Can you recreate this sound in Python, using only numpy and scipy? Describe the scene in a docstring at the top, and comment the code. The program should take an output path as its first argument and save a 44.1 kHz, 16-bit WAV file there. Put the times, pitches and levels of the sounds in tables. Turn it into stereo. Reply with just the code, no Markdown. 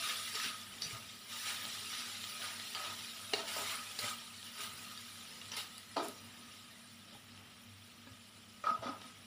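"""Meat is stir-fried in a steel wok, close to a mono phone in a small tiled kitchen.
Motors hum throughout in slowly beating pairs of tones. From the start the spatula scrapes and knocks
the pan, each time setting off a beating ring near 1250 Hz, and fat gushes into sizzle and spits as the
food is turned. Around 6 s the spatula is laid down with a clatter and the frying sinks to a faint
simmer. From 8 s on, things are shifted on the stove top with knocks and dull bumps."""
import sys
import numpy as np
from scipy import signal
from scipy.fft import rfft, irfft, next_fast_len
from scipy.io import wavfile

SR = 44100
rng = np.random.default_rng(int(sys.argv[2]) if len(sys.argv) > 2 else 0)


def output_pcm(signal):
    """Save a mono or channel-first signal as 16-bit PCM at the path in sys.argv[1].

    Samples are clipped to [-1, 1] before scaling.
    """
    pcm = np.clip(np.atleast_2d(signal).T, -1, 1) * 32767
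    wavfile.write(sys.argv[1], SR, np.round(pcm).astype(np.int16))


N = 408366
TIME = np.arange(N) / SR

# motor tones; close pairs beat and swell together at crest_s: pitch_hz, level_db, crest_s
MOTOR_TONES = [(100.04, -71.3, .298), (97.35, -73, .298), (106.3, -79.4, 0), (120.77, -81.7, 0),
               (200.09, -73, 0), (235.97, -69.3, .11), (230.28, -71.8, .11), (250.99, -77.7, 0)]
# tone colour of the room air: frequency_hz, level_db
AIR_SPECTRUM = [(18, -51.5), (30, -13), (43, -19), (96, -9.5), (150, -11.5), (225, -7), (345, -16.5),
                (1070, -19.5), (1260, -12), (1410, -20), (2500, -17.5), (3250, -16), (5500, -120)]
# dull bumps carried through the stove: start_s, level_db, pitch_hz
STOVE_BUMPS = [(0.459, -44.5, 237.5), (0.859, -48, 156.7), (0.929, -43.5, 119), (3.791, -51, 231),
               (4.028, -47, 111), (4.038, -48, 227.8), (6.03, -44, 320), (6.081, -45, 253.5),
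               (7.125, -55, 205), (7.149, -55, 129), (8.069, -52, 256.5), (8.111, -49, 102),
               (8.711, -42.5, 232), (8.79, -46.5, 110.6), (8.858, -38, 241), (8.891, -38.5, 280),
               (9.048, -52, 244)]
# modes of the wok's bowl and its rim: pitch_hz, level_db, t60_s
BOWL_MODES = [(305.1, 3, 0.15), (353, 0, 0.051), (414.3, 2.5, 0.32), (443.7, 0, 0.18), (508, 0.5, 0.19),
              (550, -5.5, 0.34), (595.7, 0.5, 0.3), (660.6, 7, 0.065), (758.6, 0, 0.13), (824, 1, 0.24),
              (897, 6.5, 0.05), (968, 2.5, 0.092), (1070, -6.5, 0.21)]
RIM_MODES = [(1670, 6, 0.16), (1883, 3, 0.157), (2043, 7.5, 0.16), (2384, 2.5, 0.15), (2820, -0.5, 0.089),
             (2964, 1.5, 0.061), (3107, -1, .1), (3450, -4.5, 0.11), (3784.4, -1.5, 0.21),
             (4264, -1, 0.097), (4100, -4.5, 0.13), (4550, -4, 0.118), (4663, -3, 0.3), (4730, -7, 0.194),
             (5100, -4, 0.14), (5470, -1, 0.1), (5880, 0.5, 0.13), (7030, 5, 0.16), (7370, 4, 0.1)]
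# a beating ring near 1250 Hz that every knock and scrape sets off: pitch_hz, level_db, t60_s
NEAR_RING_MODES = [(1099, -15, 0.15), (1234, -1, 0.3), (1269, 0, 0.36), (1295, -6, 0.13), (1353, -12, 0.25)]
# hits on steel: start_s, clink_db, clink_a_hz, clink_b_hz, thud_db, thud_hz, ring_db,
# decay_share (how much of the wok's decay time food and hand leave)
STEEL_HITS = [(0.1351, -40, 2600, 3800, -60, 430, -54, .3), (0.1965, -35, 2960, 3800, -66, 430, -65, .3),
              (0.352, -31, 4440, 5350, -46.5, 400, -57.5, 0.39), (0.4, -37, 1910, 4480, -69, 430, -58, .4),
              (0.4441, -32, 3130, 2800, -51, 397, -46, 0.5), (0.459, -38, 3100, 4050, -57.5, 430, -52, .4),
              (0.8199, -27.5, 4520, 5440, -59, 427, -50, 0.3),
              (0.829, -39.5, 3800, 5850, -63, 433, -66, 0.77), (0.84, -37, 4600, 5860, -68, 428, -66, 0.77),
              (0.9078, -42, 2253, 3460, -57, 430, -58.5, .5),
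              (1.3002, -46, 5780, 3800, -68.5, 430, -64, 0.3), (1.5048, -37, 3070, 3800, -59, 430, -61, .4),
              (2.749, -28.5, 3070, 4450, -57, 433, -53, 0.3),
              (2.847, -37.5, 2880, 3750, -56, 540, -42, 0.66),
              (3.3349, -21.5, 2700, 4180, -29, 404, -44.5, 0.4),
              (3.3365, -28.5, 1870, 4900, -42, 760, -52, 0.163),
              (3.5663, -41, 2770, 5580, -36, 676, -65, 1), (3.9888, -28, 4180, 4920, -48, 442, -56, 0.36),
              (4.0397, -35.5, 2010, 2400, -43.5, 574, -53.5, 0.34),
              (4.054, -39, 3110, 4270, -53, 430, -56, .6), (4.078, -39, 3110, 3800, -64, 430, -54, .5),
              (4.5909, -42.5, 3040, 3800, -58, 428, -55.5, .4),
              (4.975, -39.5, 3780, 4650, -68, 430, -73, 0.23),
              (5.4145, -38.5, 2750, 3440, -64, 430, -60.5, 0.4),
              (5.5174, -34.5, 2930, 5820, -56.5, 395, -71, 0.44),
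              (5.538, -38, 4650, 2950, -61, 430, -66, 0.45), (5.571, -41, 2720, 4500, -51, 460, -58.5, 0.7),
              (5.606, -37, 3800, 2950, -65, 430, -58.5, 0.47),
              (5.7801, -44, 2950, 4650, -70, 430, -61, .15),
              (5.9671, -31, 2683, 4240, -24.5, 510, -35.5, 0.22),
              (5.976, -40.5, 3800, 4500, -30, 495, -37, 0.61),
              (6.0034, -46.5, 2330, 3800, -34, 523, -39, 0.39),
              (6.0254, -46.5, 2330, 4000, -38, 416, -53.5, 0.3),
              (6.055, -54, 2330, 4100, -42, 398.4, -50, 0.43),
              (6.0887, -60, 2330, 4100, -48.5, 324, -54, 0.41),
              (7.124, -55, 3080, 5180, -59, 325, -70.5, 0.8),
              (7.151, -62, 2080, 3800, -51, 471.8, -78, 0.48), (8.07, -54, 1690, 2380, -54, 553, -60, 0.55),
              (8.639, -43, 1860, 2390, -43, 600, -34, 0.537),
              (8.668, -43.5, 1690, 2400, -37, 478, -24.5, 0.63),
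              (8.828, -53, 2063, 3780, -43, 555, -57, .9), (8.866, -44.5, 2090, 2380, -42, 555, -39, 0.52),
              (9.016, -42, 3040, 3740, -50, 470, -61, 0.29)]
# scrapes by the spatula, later by things shifted on the stove:
# start_s, rise_s, hold_s, hiss_db, treble_db, bowl_db, ring_db, bowl_centre_hz
STROKES = [(0.0, 0.034, 0.074, -42.5, -50, -64, -49, 800),
           (0.324, 0.025, 0.1265, -43, -49.5, -59, -49.5, 700),
           (0.404, 0.03, 0.016, -40, -66, -63, -49, 570), (0.805, .01, 0.095, -51, -55, -62, -66, 400),
           (0.892, 0.0314, 0.043, -54, -58, -63, -55, 860),
           (1.37, 0.11, 0.027, -43, -47.5, -57, -50.5, 850), (1.908, .01, 0.1, -48.5, -65, -69, -57, 840),
           (2.364, 0.07, 0.0254, -45.5, -51, -62, -55, 780),
           (2.735, 0.018, 0.14, -48.5, -59, -54, -48.5, 740),
           (3.325, 0.0077, 0.071, -45, -66, -46.5, -53, 610),
           (3.452, 0.031, 0.26, -45, -49.5, -57, -56, 860), (3.553, 0.0114, 0.058, -61, -50, -48, -49, 680),
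           (3.638, 0.056, 0.019, -44, -62, -68, -47, 900),
           (3.98, 0.0088, .04, -47.5, -47.5, -57, -55.5, 700),
           (4.015, 0.0154, 0.063, -44, -47.5, -54, -48, 705), (4.417, 0.03, .01, -58, -57, -67, -67.5, 500),
           (4.536, 0.067, 0.034, -45.5, -49, -59.5, -52, 670),
           (4.848, 0.024, 0.036, -62, -75, -80, -59, 600),
           (5.508, 0.0137, 0.037, -49.5, -59, -57, -55, 790),
           (5.56, 0.0071, 0.018, -42.5, -48, -66, -54, 830),
           (5.959, 0.0057, 0.032, -48.5, -67, -42.5, -48, 500),
           (6.015, 0.0182, 0.0164, -51.5, -53.5, -51, -57, 380),
           (6.467, 0.029, 0.073, -64, -79, -79, -82, 600), (7.114, 0.027, .01, -64, -64, -74, -81, 800),
           (8.635, 0.017, 0.054, -52, -75, -47.5, -43, 830),
           (8.814, 0.015, 0.066, -53, -81.5, -47.5, -48.5, 597),
           (8.995, 0.019, 0.073, -58.5, -69, -68, -63, 460)]
# lone spits of fat: start_s, level_db, pitch_hz
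FAT_SPITS = [(1.4677, -28, 3110), (1.653, -25, 4020), (1.93, -32, 3110), (2.2412, -26.5, 4000),
             (2.4196, -27.5, 3200), (2.599, -28, 3980), (3.048, -35, 3290), (3.1087, -36, 3940),
             (3.1945, -36, 3060), (3.4894, -38, 7270), (4.2207, -41, 3030), (4.4291, -33, 3780),
             (5.456, -37, 3700), (5.5706, -34, 7620), (5.781, -30, 9900), (6.085, -25, 10350),
             (7.3766, -40, 2980)]
# bed of steady frying, higher while fresh food meets hot steel: time_s, level_db
SIMMER_LEVELS = [(0, -43), (.3, -45.5), (.6, -52), (1.27, -55), (1.33, -46), (2.0, -46.5), (2.7, -48.5),
                 (3.3, -50.5), (3.9, -48.5), (4.3, -54), (4.75, -52), (5.5, -54), (5.8, -56.5), (6.5, -58),
                 (7.3, -62), (9.26, -61.5)]
# tone colour of the sizzle: frequency_hz, level_db
SIZZLE_SPECTRUM = [(820, -37), (1400, -1.5), (1730, -2), (2400, -0.5), (2630, -1), (3050, -1), (3690, 0),
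                   (4460, -4.5), (5610, -3.5), (6330, -12.5), (7430, -9.5), (8130, -13), (9730, -7.5),
                   (13500, -21), (15200, -13)]
# how the bowl hollows the steady frying: frequency_hz, gain_db
BOWL_HOLLOW = [(1400, -5), (1950, -1.5), (2260, -5), (2420, -1), (2600, -4.5), (2800, 0), (3350, -0.5),
               (3750, 0), (4050, 1), (4300, -0.5), (5150, -0.5), (5550, 0), (5950, 0.5), (6100, -2)]

RISE_DB, HISS_FADE_DB_S, STEEL_FADE_DB_S = 20, 179, 133  # a scrape's climb; its fall after the hold
SIMMER_TREBLE_DB, SIMMER_BOWL_DB, SIMMER_RING_DB = -4.5, -17, -11  # sends from the frying bed
ROOM_T60_S, ROOM_DB = .22, -7


def undb(db):
    return 10 ** (np.asarray(db) / 20)


def unit(x):
    return x / np.sqrt(np.mean(x ** 2))


def add(out, x, start_s):
    i = int(start_s * SR)
    out[i:i + len(x)] += x[:len(out) - i]


def band(x, lo_hz, hi_hz):
    return signal.sosfilt(signal.butter(2, [lo_hz, hi_hz], "band", fs=SR, output="sos"), x)


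def colour(x, spectrum, lo_hz=0., hi_hz=SR):
    """EQ through (frequency_hz, level_db) points, silent outside the band."""
    size = next_fast_len(len(x))
    hz = np.arange(size // 2 + 1) * SR / size + 1e-3
    points_hz, points_db = np.transpose(spectrum)
    gain = undb(np.interp(np.log(hz), np.log(points_hz), points_db))
    return irfft(rfft(x, size) * gain * (hz >= lo_hz) * (hz < hi_hz), size)[:len(x)]


def wobble(spread_db, rate_hz):
    """A gain that wanders between random levels."""
    count = int(N / SR * rate_hz) + 2
    return np.interp(TIME * rate_hz, np.arange(count), undb(spread_db * rng.standard_normal(count)))


def crackle(per_s, spread_db):
    """Random clicks, many small and a few large."""
    when, sign, size = rng.random((3, N))
    return unit((when < per_s / SR) * np.sign(sign - .5) * undb(-spread_db * np.log(1.02 - size)))


def nearness(hz, centre_hz, octaves):
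    return np.exp(-.5 * (np.log2(hz / centre_hz) / octaves) ** 2)


def resonate(force, modes, decay_share, shift_db, centre_hz=None, octaves=1.):
    """A running force rings the modes; their balance shifts as the contact moves."""
    out, power = 0, 0
    for hz, db, t60 in modes:
        radius = np.exp(-np.log(1000) / (t60 * decay_share * SR))
        poles = [1, -2 * radius * np.cos(2 * np.pi * hz / SR), radius ** 2]
        ring = signal.lfilter([1, 0, -1], poles, force * wobble(shift_db, 9))
        gain = undb(db) * (1 if centre_hz is None else nearness(hz, centre_hz, octaves))
        out += gain * np.sqrt(1 - radius) * ring
        power += gain ** 2
    return unit(out / np.sqrt(power))


def strike(modes, centres_hz, octaves, decay_scale, jitter, contact_s=.00042):
    """One blow: modes near the centres ring most; a longer contact softens the attack."""
    hz, db, t60 = np.transpose(modes)[:, :, None]
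    t = np.arange(int(.4 * SR)) / SR
    near = sum(nearness(hz, centre, octaves) for centre in centres_hz)
    gain = undb(db + 1.5 * jitter[:len(modes), None]) * near
    rings = gain * np.exp(-np.log(1000) * t / (t60 * decay_scale)) * np.sin(2 * np.pi * hz * t)
    return (1 - np.exp(-t / contact_s)) * np.sum(rings, axis=0) / np.sqrt(np.sum(gain ** 2))


def layer_power(simmer_db, scrapes_db, fade_db_s):
    """Power envelopes: a row for the frying bed, then one per scrape (rise, hold, fade)."""
    start, rise, hold = np.transpose(STROKES)[:3, :, None]
    age = TIME - start
    shape_db = RISE_DB * np.minimum(age / rise - 1, 0) - fade_db_s * np.maximum(age - rise - hold, 0)
    bed = undb(np.interp(TIME, *np.transpose(SIMMER_LEVELS)) + simmer_db)
    return np.vstack([bed, (age >= 0) * undb(scrapes_db[:, None] + shape_db)]) ** 2


def layer_gain(simmer_db, scrapes_db, fade_db_s):
    return np.sqrt(np.sum(layer_power(simmer_db, scrapes_db, fade_db_s), axis=0))


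def room_tone():
    """Wavering motor tones over a low rush of air."""
    hum = sum(undb(db) * np.sqrt(2) * wobble(3.3, 8) * np.cos(2 * np.pi * hz * (TIME - crest_s))
              for hz, db, crest_s in MOTOR_TONES)
    air = undb(-62) * wobble(1.76, 7.9) * unit(colour(rng.standard_normal(N), AIR_SPECTRUM))
    return hum + air


def tile_reverb(blows):
    """Tiled walls answer each blow with a dense tail, pre-delayed by 4 ms."""
    t = np.arange(SR // 2) / SR
    tail = rng.standard_normal(len(t)) * np.exp(-np.log(1000) * t / ROOM_T60_S) * (t > .004)
    return undb(ROOM_DB) * signal.fftconvolve(blows, tail / np.sqrt(np.sum(tail ** 2)))[:N]


def bumps():
    """A soft push on the stove rings one low mode for a few cycles."""
    out, t = np.zeros(N), np.arange(SR // 4) / SR
    envelope = (1 - np.exp(-t / .00042)) * np.exp(-t / .018)
    for start_s, db, hz in STOVE_BUMPS:
        add(out, undb(db) * np.sin(2 * np.pi * hz * t) * envelope, start_s)
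    return out


def knocks(longest_free_s=.095, settle_s=.008):
    """Two stems: the wok's crack, rim clink and bowl thud, and the beating ring near 1250 Hz."""
    wok, near_ring = np.zeros((2, N))
    t = np.arange(int(.4 * SR)) / SR
    noises = rng.standard_normal((len(STEEL_HITS), 800))
    gaps_s = np.diff(np.transpose(STEEL_HITS)[0], append=np.inf)
    for hit, noise, gap_s in zip(STEEL_HITS, noises, gaps_s):
        start_s, clink_db, clink_a_hz, clink_b_hz, thud_db, thud_hz, ring_db, decay_share = hit
        crack = undb(clink_db - 7) * band(noise, 1300, 7000) * np.exp(-t[:len(noise)] / .004)
        clink = undb(clink_db) * strike(RIM_MODES, (clink_a_hz, clink_b_hz), .08, decay_share, noise)
        thud = undb(thud_db) * strike(BOWL_MODES, (thud_hz, 1.82 * thud_hz), .075, decay_share, noise[30:])
        add(wok, crack, start_s)
        add(wok, clink + thud, start_s)
        ring = strike(NEAR_RING_MODES, [1260], 1, decay_scale=1.4, jitter=noise[50:], contact_s=.002)
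        # the ring is choked after a moment, or by the next hit
        choke = np.exp(-np.maximum(t - min(gap_s, longest_free_s), 0) / settle_s)
        add(near_ring, undb(ring_db) * ring * choke, start_s)
    return band([wok, near_ring], 220, 13000)  # thin steel radiates little below its lowest mode


def scraping(simmer_centre_hz=630):
    """Stick-slip jolts drum the bowl and set off the ring; the loudest scrape steers the bowl's tone."""
    bowl_db, ring_db, centres_hz = np.transpose(STROKES)[5:]
    powers = layer_power(SIMMER_BOWL_DB, bowl_db, STEEL_FADE_DB_S)
    total = np.sum(powers, axis=0)
    centre_hz = np.append(simmer_centre_hz, centres_hz) @ powers / total
    jolts = crackle(per_s=1500, spread_db=2.26)
    bowl = resonate(band(jolts, 224, 1490), BOWL_MODES, .85, shift_db=5, centre_hz=centre_hz, octaves=.75)
    near_ring = resonate(band(jolts, 1020, 1460), NEAR_RING_MODES, .4, shift_db=2.5)
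    return np.sqrt(total) * bowl + layer_gain(SIMMER_RING_DB, ring_db, STEEL_FADE_DB_S) * near_ring


def spits():
    """A droplet of fat bursts: a snap and a ring of two or three cycles."""
    out, t = np.zeros(N), np.arange(300) / SR
    for start_s, db, hz in FAT_SPITS:
        snap = .153 * np.cos(2 * np.pi * hz * t) * np.exp(-t / .0001)
        ring = np.sin(2 * np.pi * hz * t) * np.exp(-t * hz / 2.2)
        add(out, undb(db) * (snap + ring), start_s)
    return out


def pings(count, t60_s, spread_db):
    """Tiny bubbles and droplets, each ringing briefly at its own pitch."""
    start, pitch, size = rng.random((count, 3)).T[:, :, None]
    k = np.arange(1100)
    hz = 1400 + 14000 * pitch
    envelopes = undb(-spread_db * np.log(1.02 - size)) * np.exp(-np.log(1000) * k / SR / t60_s)
    rings = envelopes * np.sin(2 * np.pi * hz * k / SR)
    positions = (start * N).astype(int) + k
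    return unit(np.bincount(positions.ravel(), rings.ravel())[:N])


def frying_texture():
    """Steam hiss and bursting fat as body and treble; bands share snaps and pings but flicker alone."""
    shared = .8 * crackle(per_s=5000, spread_db=3.8) + pings(count=6500, t60_s=.075, spread_db=1.9)
    fine_snaps = crackle(per_s=2000, spread_db=2.6)
    shared += .2 * crackle(per_s=45, spread_db=5.3)  # sparse, sharp snaps
    edges_hz = 1400 * 2 ** np.arange(0, 3.7, .24)
    body, treble = np.zeros((2, N))
    for lo_hz, hi_hz in zip(edges_hz[:-1], edges_hz[1:]):
        grain = rng.standard_normal(N) + shared + .83 * np.roll(fine_snaps, rng.integers(N))
        flicker = wobble(1.55, 25) if lo_hz < 13000 else wobble(3, 14)
        stem = body if lo_hz < 6000 else treble
        stem += flicker * colour(grain, SIZZLE_SPECTRUM, lo_hz, hi_hz)
    return unit(body), unit(treble)


def sizzle(bed_rim_db=-8, gush_rim_db=-6.5):
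    """A hollow bed of frying and a gush with each scrape, both tinged by the ringing rim."""
    hiss_db, treble_db = np.transpose(STROKES)[3:5]
    body, treble = frying_texture()
    rim = resonate(crackle(1500, 2.8), RIM_MODES, .5, shift_db=4, centre_hz=4000, octaves=.5)
    bed = np.roll(body + undb(bed_rim_db) * rim, SR)  # offset decorrelates it from the gushes
    bed = unit(colour(bed, BOWL_HOLLOW))
    gush = unit(body + undb(gush_rim_db) * rim)
    powers = layer_power(0, hiss_db, HISS_FADE_DB_S)
    return (np.sqrt(powers[0]) * bed + np.sqrt(np.sum(powers[1:], axis=0)) * gush
            + layer_gain(SIMMER_TREBLE_DB, treble_db, HISS_FADE_DB_S) * treble)


def scene():
    """Mono mix; only the short blows feed the reverb."""
    wok, near_ring = knocks()
    blows = wok + spits() + bumps()
    mono = tile_reverb(blows) + blows + near_ring + sizzle() + scraping() + room_tone()
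    return np.array([mono, mono])


def record(dry):
    """The phone rolls off the bass and cuts the top."""
    low_cut = signal.butter(2, 53, "high", fs=SR, output="sos")
    high_cut = signal.ellip(12, .2, 80, 15450, fs=SR, output="sos")
    return signal.sosfilt(high_cut, signal.sosfilt(low_cut, dry))


dry = scene()
out = record(dry)
output_pcm(out)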